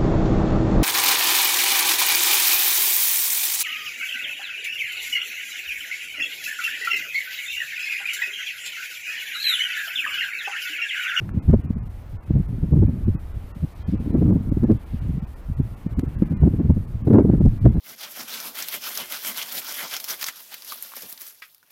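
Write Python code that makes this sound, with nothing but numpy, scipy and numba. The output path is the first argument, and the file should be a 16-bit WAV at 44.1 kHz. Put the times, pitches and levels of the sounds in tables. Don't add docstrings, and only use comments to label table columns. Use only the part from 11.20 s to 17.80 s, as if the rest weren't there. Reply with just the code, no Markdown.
import sys
import numpy as np
from scipy import signal
from scipy.fft import rfft, irfft, dct
from scipy.io import wavfile
from scipy.ndimage import uniform_filter1d
from numba import njit

SR = 44100
rng = np.random.default_rng(int(sys.argv[2]) if len(sys.argv) > 2 else 0)


def invert_db(level):
    return 10 ** (np.asarray(level, dtype=float) / 20)


def persist_wave(psi):
    counts = np.round(np.clip(psi, -1, 1) * 32767).astype(np.int16)
    wavfile.write(sys.argv[1], SR, np.atleast_2d(counts).T)


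N = 291060


@njit
def svf(x, hz, damp):
    low, band = np.empty(len(x)), np.empty(len(x))
    b, l = 0., 0.
    for i in range(len(x)):
        g = np.tan(np.pi * hz[i] / SR)
        v = (b + g * (x[i] - l)) / (1 + g * (g + damp))
        low[i] = l + g * v
        band[i] = damp * v
        b, l = 2 * v - b, l + 2 * g * v
    return low, band


def unit(x):
    return x / np.sqrt(np.mean(x ** 2))


def walk(rate):
    k = int(SR / rate)
    held = np.repeat(rng.standard_normal(N // k + 1), k)
    return unit(uniform_filter1d(uniform_filter1d(held, k), k)[:N])


def eddies(corner_hz, damp, even):
    x = svf(rng.standard_normal(N), corner_hz, damp)[1]
    x = svf(x, 1.4 * corner_hz, 1.06)[0]
    x = svf(x, 1.66 * corner_hz, 0.97)[0] / np.sqrt(corner_hz)
    swell = np.sqrt(uniform_filter1d(x ** 2, size=2000) + 1e-12)
    return unit(x / swell ** np.clip(even, 0, 1))


# t/s, turbulence level/dB, share of large slow eddies level/dB, share of fine eddies level/dB
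FLOW = [(0.0, -26, -5.5, -3), (0.48, -34, -3, 4.5), (0.7, -45.5, 2.5, 1), (1.03, -43.5, 1, -2),
        (1.3, -29, 0.5, 1), (1.69, -24.5, 2.5, 0.5), (2.15, -45.5, 0.5, 0.5), (2.7, -45.5, 1, 3.5),
        (2.87, -20, -1, 0.5), (3.07, -24.5, -3, 1), (3.42, -31, 0, -0.5), (3.53, -39.5, 0, 4.5),
        (4.17, -48, 0.5, -1.5), (5.33, -22, -3, 0.5), (5.75, -36, -0.5, -0.5), (6.07, -14, -3.5, -1),
        (6.32, -29, 4.5, -1), (6.6, -29, 1.5, 5)]


def gust():
    s, *controls = np.transpose(FLOW)
    return [np.interp(np.arange(N) / SR, s, c) for c in controls]


def rumble(db):
    corner_hz = 62 * invert_db(0.21 * (db + 29.5) + 0.76 * walk(5.3))
    return invert_db(db + 3.7 * walk(14) + 0.99 * walk(30)) * eddies(corner_hz, 3.1, even=0.68)


def churn(db):
    corner_hz = 150 * invert_db(0.27 * (db + 20.0) + 1.7 * walk(25))
    return invert_db(db - 7.5 + 2.3 * walk(35)) * eddies(corner_hz, 2.2, even=1.0)


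# f/Hz, level per Hz/dB
STORM_SPECTRUM = [(130, -5), (250, -2), (420, -6.5), (550, -7.5), (700, -9), (900, -12), (1200, -14),
                  (1600, -18), (2200, -21), (3200, -26.5), (5000, -31.5), (7000, -34.5), (10000, -30.5),
                  (15000, -30)]
# t/s, level/dB, centre f/Hz
BLOWN_SNOW = [(0, 4, 2800), (0.602, 1, 2586), (1.2, 2, 2590), (2.1, 2, 2770), (2.45, 3, 4200),
              (2.649, 7.5, 4190), (2.901, 3.5, 3035), (3.298, -0.5, 2790), (3.6, 3, 2994), (3.75, 5, 3195),
              (4.0, 2.5, 2890), (4.298, -1, 2610), (4.7, 2, 2300), (5.2, 4.5, 2210), (5.45, -1, 2400),
              (6.1, -2, 3010), (6.27, 4.5, 4480), (6.6, 1, 2990)]


def storm():
    storm_db, snow_octaves = -49, .7
    hz, db = np.transpose(STORM_SPECTRUM)
    f = np.arange(N // 2 + 1) * SR / N + 1e-3
    colour = invert_db(np.interp(np.log(f), np.log(hz), db)) * (f > 120)
    s, *snow = np.transpose(BLOWN_SNOW)
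    snow_db, snow_hz = (np.interp(np.arange(N) / SR, s, c) for c in snow)
    swell, out = walk(0.93), 0
    for step in range(15):
        share = np.sqrt(np.clip(1 - np.abs(2 * np.log2(f / 130) - step), 0, 1))
        band = irfft(rfft(rng.standard_normal(N)) * colour * share, N)
        octaves_off = step / 2 - np.log2(snow_hz / 130)
        bright_db = snow_db * np.exp(-(octaves_off / snow_octaves) ** 2)
        out = out + band * invert_db(.5 * swell + 0.48 * walk(15) + bright_db)
    rise_db = np.linspace(-1.2, 1.2, N)
    return invert_db(storm_db + rise_db) * unit(out)


def spray(strength):
    corner_hz = 220 + 200 * np.clip(strength, 0, 1)
    fine = svf(rng.standard_normal(N), corner_hz, 0.49)[1]
    fine = svf(fine, 0.73 * corner_hz, 1.53)[0]
    lingering = np.sqrt(np.abs(uniform_filter1d(strength ** 2, size=500)))
    return invert_db(-9 + 2.2 * walk(90)) * lingering ** 1.132 * unit(fine)


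def passing_hz(db):
    return max(155.4 + 3.5 * (db + 17.5), 90)


def flutter(gust_db):
    per_s, above_flow_db, scatter_db, typical_ms = 45, 2.5, 2.5, 7
    count = int(per_s * N / SR)
    when, size, length = rng.uniform(-1, 1, (count, 3)).T
    s = (np.arange(count) + .5 + when / 2) / per_s
    db = gust_db[(s * SR).astype(int)] + above_flow_db + scatter_db * size
    ms = typical_ms * invert_db(3 * length)
    return [(a, b, passing_hz(b), c) for a, b, c in zip(s, db, ms)]


# centre t/s, peak level/dB
ROLLING = [(0.038, -23.5), (0.095, -30.5), (0.252, -30.5), (0.628, -24), (0.675, -28.5), (0.938, -25),
           (1.3, -23.5), (1.341, -21.5), (1.746, -21.5), (2.167, -25), (2.24, -31), (2.986, -13),
           (3.056, -11.5), (3.2, -24), (3.279, -18.5), (3.552, -19), (3.83, -21.5), (3.857, -23.5),
           (3.945, -19), (4.457, -23.5), (4.519, -28.5), (4.725, -24), (4.88, -20), (4.97, -22),
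           (5.454, -14), (5.694, -26), (5.757, -22.5), (5.827, -21), (6.329, -22.5), (6.509, -18.5)]


def rolls():
    return [(s, db, .85 * passing_hz(db), 26.3) for s, db in ROLLING]


# t/s, peak level/dB, bright share level/dB
GRAINS = [(0.092, -25, -40), (0.297, -31.5, -38), (0.311, -34, -24), (0.3304, -29.5, -35),
          (0.342, -38.5, -43.5), (3.4357, -34, -29), (3.5168, -37, -24), (4.794, -25, -25),
          (5.023, -31.5, -33.5), (5.234, -32.5, -41), (5.874, -46.5, -18), (5.9329, -24, -36.5),
          (5.9804, -33.5, -35), (6.098, -46, -24), (6.126, -34, -45), (6.2566, -41.5, -19),
          (6.4549, -23, -37), (6.482, -35.5, -40), (6.569, -37, -43.5), (6.01, -32, -41),
          (6.15, -32.5, -42), (6.115, -36.5, -42), (5.947, -33.5, -31), (5.998, -34, -35)]


def ticks():
    out, t = np.zeros(N + 400), np.arange(400) / SR
    for (s, db, bright_db), grain in zip(GRAINS, rng.standard_normal((len(GRAINS), 400))):
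        decay = np.exp(-t / 0.00043)
        knock = np.sin(2 * np.pi * 1450 * t) * decay * (1 - decay)
        rasp = invert_db(bright_db + 5) * signal.lfilter([1], [1, -.68], grain) * np.exp(-t / 0.0023)
        at = int(s * SR)
        out[at:at + 400] += invert_db(db + 9) * (knock + rasp)
    return out[:N]


# centre t/s, peak level/dB, length/ms
LIGHT_EDDIES = [(0.147, -19.5, 20), (0.175, -13.5, 12), (0.395, -16.5, 8), (0.455, -21, 24),
                (0.506, -13, 6.6), (0.57, -21.5, 22), (1.206, -16, 15), (1.688, -13.5, 21),
                (1.954, -17.5, 15), (2.37, -23, 9), (2.689, -15.5, 16), (2.804, -17, 15), (2.87, -18, 7.6),
                (3.16, -12.5, 25), (3.323, -9.5, 6.7), (3.741, -19.5, 13), (3.895, -16.5, 22),
                (3.978, -17, 14), (4.031, -21, 15), (4.3, -21, 22), (4.666, -13.5, 9.1), (4.789, -16.5, 26),
                (4.834, -13.5, 10), (5.12, -16.5, 24), (5.268, -12, 24), (5.34, -14, 11), (5.4, -14.5, 28),
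                (5.573, -10.5, 9), (6.05, -10.5, 6.7), (6.562, -15.5, 28)]


def puffs():
    return [(s, db, passing_hz(db), ms) for s, db, ms in LIGHT_EDDIES]


# centre t/s, peak level/dB, swing rate f/Hz, length/ms
HARD_EDDIES = [(0.296, -5, 148.6, 20), (0.338, -6.5, 232.7, 15.4), (1.107, -10, 166.4, 12),
               (1.16, -9.5, 134.6, 39), (1.438, -13.5, 163.3, 17), (1.535, -7.5, 138.8, 26),
               (1.575, -9.5, 150.6, 34), (1.628, -11.5, 190.6, 22), (1.883, -11.5, 212, 14.3),
               (2.437, -13, 156.2, 18.7), (2.738, -15, 192.3, 27), (2.95, -12, 177.6, 20),
               (3.02, -10.5, 179.2, 20), (3.1, -11.5, 190.4, 45), (3.374, -8.5, 162, 7),
               (3.441, -9.5, 231.6, 21), (3.506, -7.5, 216.8, 32), (4.402, -8.5, 135.5, 18),
               (5.024, -5, 188, 9), (5.234, -6, 146.5, 24), (5.503, -4, 165, 12), (5.878, -8.5, 273.6, 17),
               (5.908, -6.5, 230, 12), (5.945, -5, 210, 45), (5.995, -9.5, 253, 30.7),
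               (6.101, -5, 210, 3.5), (6.138, -10, 194.4, 16), (6.21, -9, 180.8, 14),
               (6.261, -6, 176.2, 17), (6.461, -3, 117.8, 32)]


def slaps(lighter):
    rows = [*HARD_EDDIES, *lighter]
    swings, strength = np.zeros(N), np.zeros(N)
    t = np.arange(-3000, 3000) / SR
    for (s, db, hz, ms), (phase, bend, twist, lag) in zip(rows, rng.standard_normal((len(rows), 4))):
        spread = 0.0004 * ms
        shape = np.exp(-.5 * (t / (spread * np.where(t < 0, .85, 1.2))) ** 2)
        turn = 2 * np.pi * hz * t + 0.47 * bend * (t / spread) ** 2 + np.pi * (phase > 0) + .4 * phase
        swing = np.cos(turn + 0.63 * np.sin(.55 * turn + .5 * twist))
        heave = invert_db(-5.5) * shape ** .45 * np.cos(2 * np.pi * .52 * hz * t + 10 * lag)
        at = int(s * SR) + np.arange(-3000, 3000)
        inside = (at >= 0) & (at < N)
        swings[at[inside]] += (invert_db(db) * (shape * swing + heave))[inside]
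        strength[at[inside]] += (invert_db(db) * (hz / 180) ** 1.26 * shape)[inside]
    return swings, strength


def scene():
    gust_db, large_db, fine_db = gust()
    swings, strength = slaps([*puffs(), *flutter(gust_db), *rolls()])
    rocking = invert_db(2 * -5) * np.abs(uniform_filter1d(strength ** 2, int(0.074 * SR)))
    steady = invert_db(2 * (-33.5 + 0.17 * (gust_db + 32.5)))
    wind = rumble(large_db + 10 * np.log10(steady + rocking)) + churn(gust_db)
    fine = invert_db(fine_db) * spray(strength + invert_db(gust_db - 0.5))
    return (wind + swings + fine + ticks() + storm())[None]


# centre t/s, length/ms, treble left level/dB
DEEP_DROPOUTS = [(0.122, 40, -19), (0.21, 32, -29), (0.321, 15, -20), (0.428, 25, -16), (0.478, 41, -23),
                 (0.56, 41, -23), (0.611, 42, -23), (0.989, 41, -22), (1.535, 17, -30), (1.862, 21, -21),
                 (1.973, 41, -30), (2.333, 31, -30), (2.65, 42, -23), (2.765, 21, -19), (3.308, 18, -30),
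                 (3.585, 14, -21), (4.012, 13, -23), (4.356, 25, -23), (4.755, 36, -18), (4.97, 31, -26),
                 (5.15, 36, -30), (5.191, 29, -19), (5.231, 21, -16), (5.834, 30, -30), (5.972, 22, -23),
                 (6.399, 30, -22), (6.507, 15, -21), (6.561, 19, -17)]
SLIGHT_DROPOUTS = [.362, .647, .689, 1.02, 1.052, 1.273, 1.678, 2.134, 2.545, 2.79, 2.925, 2.958, 3.12,
                   3.458, 3.652, 3.804, 4.06, 4.152, 4.417, 4.558, 4.684, 4.828, 4.87, 5.046, 5.091, 5.411,
                   5.53, 5.665, 6.018, 6.199]


def dropouts(x):
    f = np.arange(N // 2 + 1) * SR / N
    upper = irfft(rfft(x) * np.clip(f / 400 - 1.5, 0, 1), N)
    out = x.copy()
    rows = [*DEEP_DROPOUTS, *[(s, 16, -13) for s in SLIGHT_DROPOUTS]]
    for (s, ms, left_db), edge_hz in zip(rows, rng.uniform(2300, 3500, len(rows))):
        slope = 1000 if left_db > -25 else 450
        size = int(max(ms * SR / 1000 - .82 * slope, 0)) + 2 * slope
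        a = int(s * SR) - size // 2
        from_end = np.minimum(np.arange(size), np.arange(size)[::-1])
        window = np.sin(np.pi / 2 * np.clip(from_end / slope, 0, 1))
        lines = dct(upper[a:a + size] * window, norm="ortho")
        line_hz = np.arange(size) * SR / (2 * size)
        coarse = np.interp(line_hz, [700, 1500, edge_hz, 1.25 * edge_hz], [1.4, 3.5, 4.5, 6.9])
        step = coarse * np.sqrt(np.abs(uniform_filter1d(lines ** 2, size=60))) + 1e-9
        kept = dct(step * np.round(lines / step), type=3, norm="ortho")
        fade = np.sqrt(1 - window ** 2 * (1 - invert_db(2 * left_db - 4)))
        out[a:a + size] += (fade - 1) * upper[a:a + size] + invert_db(1.5) * window * kept
    return out


def low_pass(x):
    return signal.sosfilt(signal.butter(12, 15780, fs=SR, output="sos"), x)


def record(dry):
    clip_level, knee = .71, 7
    x = dry[0] / (2 + np.abs(dry[0] / clip_level) ** knee) ** (1 / knee)
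    x = signal.sosfilt(signal.butter(1, 5, "high", fs=SR, output="sos"), x)
    limited = signal.sosfilt(signal.ellip(10, .2, 60, 15050, fs=SR, output="sos"), x)
    leak = invert_db(-42.5 + 33 * (walk(18) > 1.0))
    x = dropouts(limited + leak * (x - limited))
    return low_pass(x[None])


dry = scene()
out = record(dry)
persist_wave(out)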